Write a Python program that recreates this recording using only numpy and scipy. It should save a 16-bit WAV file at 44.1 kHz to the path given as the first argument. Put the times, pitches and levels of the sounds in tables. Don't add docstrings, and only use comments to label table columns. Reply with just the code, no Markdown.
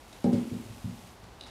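import sys
import numpy as np
from scipy import signal
from scipy.fft import rfft, irfft
from scipy.io import wavfile
from scipy.ndimage import uniform_filter1d

SR = 44100
rng = np.random.default_rng(int(sys.argv[2]) if len(sys.argv) > 2 else 0)


def waveform_to_disk(signal):
    frames = np.transpose(np.atleast_2d(signal))
    scaled = np.clip(frames, -1, 1) * 32767
    samples = np.round(scaled).astype(np.int16)
    wavfile.write(sys.argv[1], SR, samples)


N = 66150


def amp(db):
    return 10 ** (np.asarray(db) / 20)


def unit(x):
    return x / np.sqrt(np.mean(x ** 2) + 1e-20)


def read(points, hz):
    f, value = np.transpose(points)
    return np.interp(np.log(hz + 1), np.log(f + 1), value)


def level(points):
    return amp(np.interp(np.arange(N) / SR, *np.transpose(points)))


def add(mix, s, sound):
    part = mix[max(round(s * SR), 0):][:len(sound)]
    part += sound[:len(part)]


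def noise(colour):
    gain = amp(read(colour, np.fft.rfftfreq(N, 1 / SR)))
    return unit(irfft(rfft(rng.standard_normal(N)) * gain, N))


# f/Hz, level/dB
HISS_COLOUR = [(15, -43), (28, -20), (42, 2.5), (60, 2.5), (100, 0), (150, -8), (210, -4.5), (300, -6),
               (550, -7.5), (820, -6.5), (1400, -14), (2500, -20.5), (4200, -21.5), (7000, -29),
               (12000, -36.5), (15500, -41.5)]
# t/s, level/dB
HISS_LEVEL = [(0, -52.5), (.8, -51.5), (1.15, -52.5), (1.5, -50)]


def hiss():
    return level(HISS_LEVEL) * noise(HISS_COLOUR)


# t/s, level/dB
YARN_LEVEL = [(0, -62), (.1, -59.5), (.2, -58.5), (.42, -56), (.55, -55.5), (.7, -57), (.9, -57.5),
              (1.08, -57.5), (1.18, -65.5), (1.5, -69.5)]
# f/Hz, level/dB
YARN_COLOUR = [(300, -28), (1200, -3), (2500, 6), (4500, 1.5), (7000, 0.5), (10000, -1), (13000, -4.5),
               (15500, -12)]


def yarn():
    return level(YARN_LEVEL) * fibres(YARN_COLOUR)


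def fibres(colour, grain_s=0.0015, grain_db=1.5):
    grain = unit(uniform_filter1d(rng.standard_normal(N), max(round(grain_s * SR), 1)))
    return unit(noise(colour) * amp(grain_db * grain))


# t/s, level/dB, attack/s, decay/s
SCUFFS = [(0.121, -53.5, 0.0096, 0.01), (0.2407, -42, 0.0011, 0.009), (.326, -50, 0.011, 0.045),
          (0.3291, -43.5, 0.0013, 0.0038), (1.236, -52, .005, 0.005), (1.459, -50.5, 0.0085, 0.024)]
# f/Hz, level/dB
CLOTH_COLOUR = [(200, -12), (700, 10.5), (1300, 7.5), (1900, 7.5), (2800, 1.5), (4700, 6), (6000, 0),
                (10000, -4), (15500, -49)]


def cloth_scuffs(wet_db=-5):
    t, pressure = np.arange(SR // 2) / SR, np.zeros(N)
    for s, db, attack, decay in SCUFFS:
        envelope = np.minimum(t / attack, 1) * np.exp(-np.maximum(t - attack, 0) / decay)
        add(pressure, s, amp(db) * envelope)
    scuffs = pressure * fibres(CLOTH_COLOUR)
    return scuffs + amp(wet_db) * room_tail(scuffs)


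# f/Hz, t60/s
ROOM_T60 = [(100, 0.28), (300, 0.62), (600, 0.38), (1200, 0.9), (4000, 0.32), (12000, 0.1)]


def room_tail(x, predelay_s=0.0084):
    hz, t, bands = signal.stft(rng.standard_normal(SR), SR, nperseg=256)
    bands = bands * np.exp(-np.log(1000) * t / read(ROOM_T60, hz)[:, None])
    tail = signal.istft(bands, SR, nperseg=256)[1]
    tail = tail * np.clip(np.arange(len(tail)) / SR / predelay_s - .5, 0, 1)
    return signal.fftconvolve(x, tail / np.linalg.norm(tail))[:N]


# t/s, level/dB
CLICKS = [(.1285, -44), (.1315, -44), (.1385, -49), (1.3982, -49), (1.4093, -43), (1.4107, -31),
          (1.4135, -40), (1.4372, -37), (1.4822, -47)]
# f/Hz, level/dB, t60/s
HOOK_MODES = [(2950, -11, .01), (3830, 0, .011), (4440, -18, .04), (8500, -15, .005)]


def hook_clicks(snap_db=-11, snap_decay_s=0.0009, wet_db=-6):
    t, clicks = np.arange(SR // 20) / SR, np.zeros(N)
    for s, db in CLICKS:
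        snap = amp(snap_db) * rng.standard_normal(len(t)) * np.exp(-t / snap_decay_s)
        add(clicks, s, amp(db) * (ring(HOOK_MODES, t) + snap))
    clicks = soften(radiate(clicks, hz=2370), hz=10400, order=10)
    return clicks + amp(wet_db) * room_tail(clicks)


def ring(modes, t):
    return sum(amp(db) * np.exp(-np.log(1000) * t / t60) * np.sin(2 * np.pi * hz * t)
               for hz, db, t60 in modes)


def radiate(x, hz):
    return signal.sosfilt(signal.butter(3, hz, "highpass", fs=SR, output="sos"), x)


def soften(x, hz, order=4):
    return signal.sosfilt(signal.butter(order, min(hz, SR / 4), fs=SR, output="sos"), x)


# t/s, level/dB, contact cutoff/Hz, sway trim/dB, room mode send/dB
BUMPS = [(0.2438, -13.5, 876, -2, 3), (0.3303, -15.5, 540, 4, -5.5), (0.5150, -24.5, 435, 7.5, 0.5),
         (0.579, -35, 416, -11, -9), (0.648, -44.5, 260, 20, -2), (0.695, -38, 270, 14.5, -3),
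         (0.8420, -21.5, 197, 7.5, -0.5), (1.029, -47.5, 202, 13, 7), (1.229, -38.5, 165, 7, -7)]
# f/Hz, level/dB, t60/s
TABLE_MODES = [(228, 2, 0.031), (353, -12.5, 0.044), (395, -21, .06), (547, -15, 0.06), (708, -25, 0.08),
               (784, -30.5, 0.14)]
# f/Hz, level/dB, t60/s
ROOM_MODES = [(121, -15, .35), (182, -11, .42), (219.5, -12, .42), (242.5, -10, .48), (277, -20, .38),
              (323.5, -17, .38), (350, -26, .32), (425, -24, .4), (473, -16, .2), (519, -25, .2),
              (572, -22, .22), (788, -29, .2), (822, -22, .18)]
# delay/s, level/dB
WALL_ECHOES = [(.0165, -33), (.0327, -5.5), (.049, -9), (.0654, -18.5)]
SWAY_HZ, SWAY_T60_S, SWAY_DB = 106.3, 0.073, -15
SWAY_BUILD_S, BOOM_BUILD_S = 0.02, 0.013


def table_bumps(low_cut_hz=166, knock_wet_db=-2.5, sway_wet_db=-10):
    t = np.arange(SR) / SR
    knock = radiate(ring(TABLE_MODES, t), low_cut_hz)
    sway = ring([(SWAY_HZ, 0, SWAY_T60_S)], t) * (1 - np.exp(-t / SWAY_BUILD_S))
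    sway = radiate(sway, hz=66.6)
    boom = ring(ROOM_MODES, t) * (1 - np.exp(-t / BOOM_BUILD_S))
    boom = radiate(boom, low_cut_hz)
    knocks, sways, room = np.zeros((3, N))
    for s, db, contact_hz, trim_db, send_db in BUMPS:
        add(knocks, s, amp(db) * soften(knock, contact_hz))
        add(sways, s, amp(db + SWAY_DB + trim_db) * sway / abs(sway).max())
        add(room, s, amp(db + send_db) * soften(boom, contact_hz))
    for delay, db in WALL_ECHOES:
        add(room, delay, amp(db) * knocks)
    reverb = amp(knock_wet_db) * room_tail(knocks) + amp(sway_wet_db) * room_tail(sways)
    return knocks + sways + room + reverb


def scene():
    return (hiss() + yarn() + table_bumps() + cloth_scuffs() + hook_clicks())[None]


def record(dry):
    cutoff_hz = 15650
    taps = signal.firwin(511, cutoff_hz, window=("kaiser", 9), fs=SR)
    return signal.oaconvolve(dry, taps[None], "same")


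dry = scene()
out = record(dry)
waveform_to_disk(out)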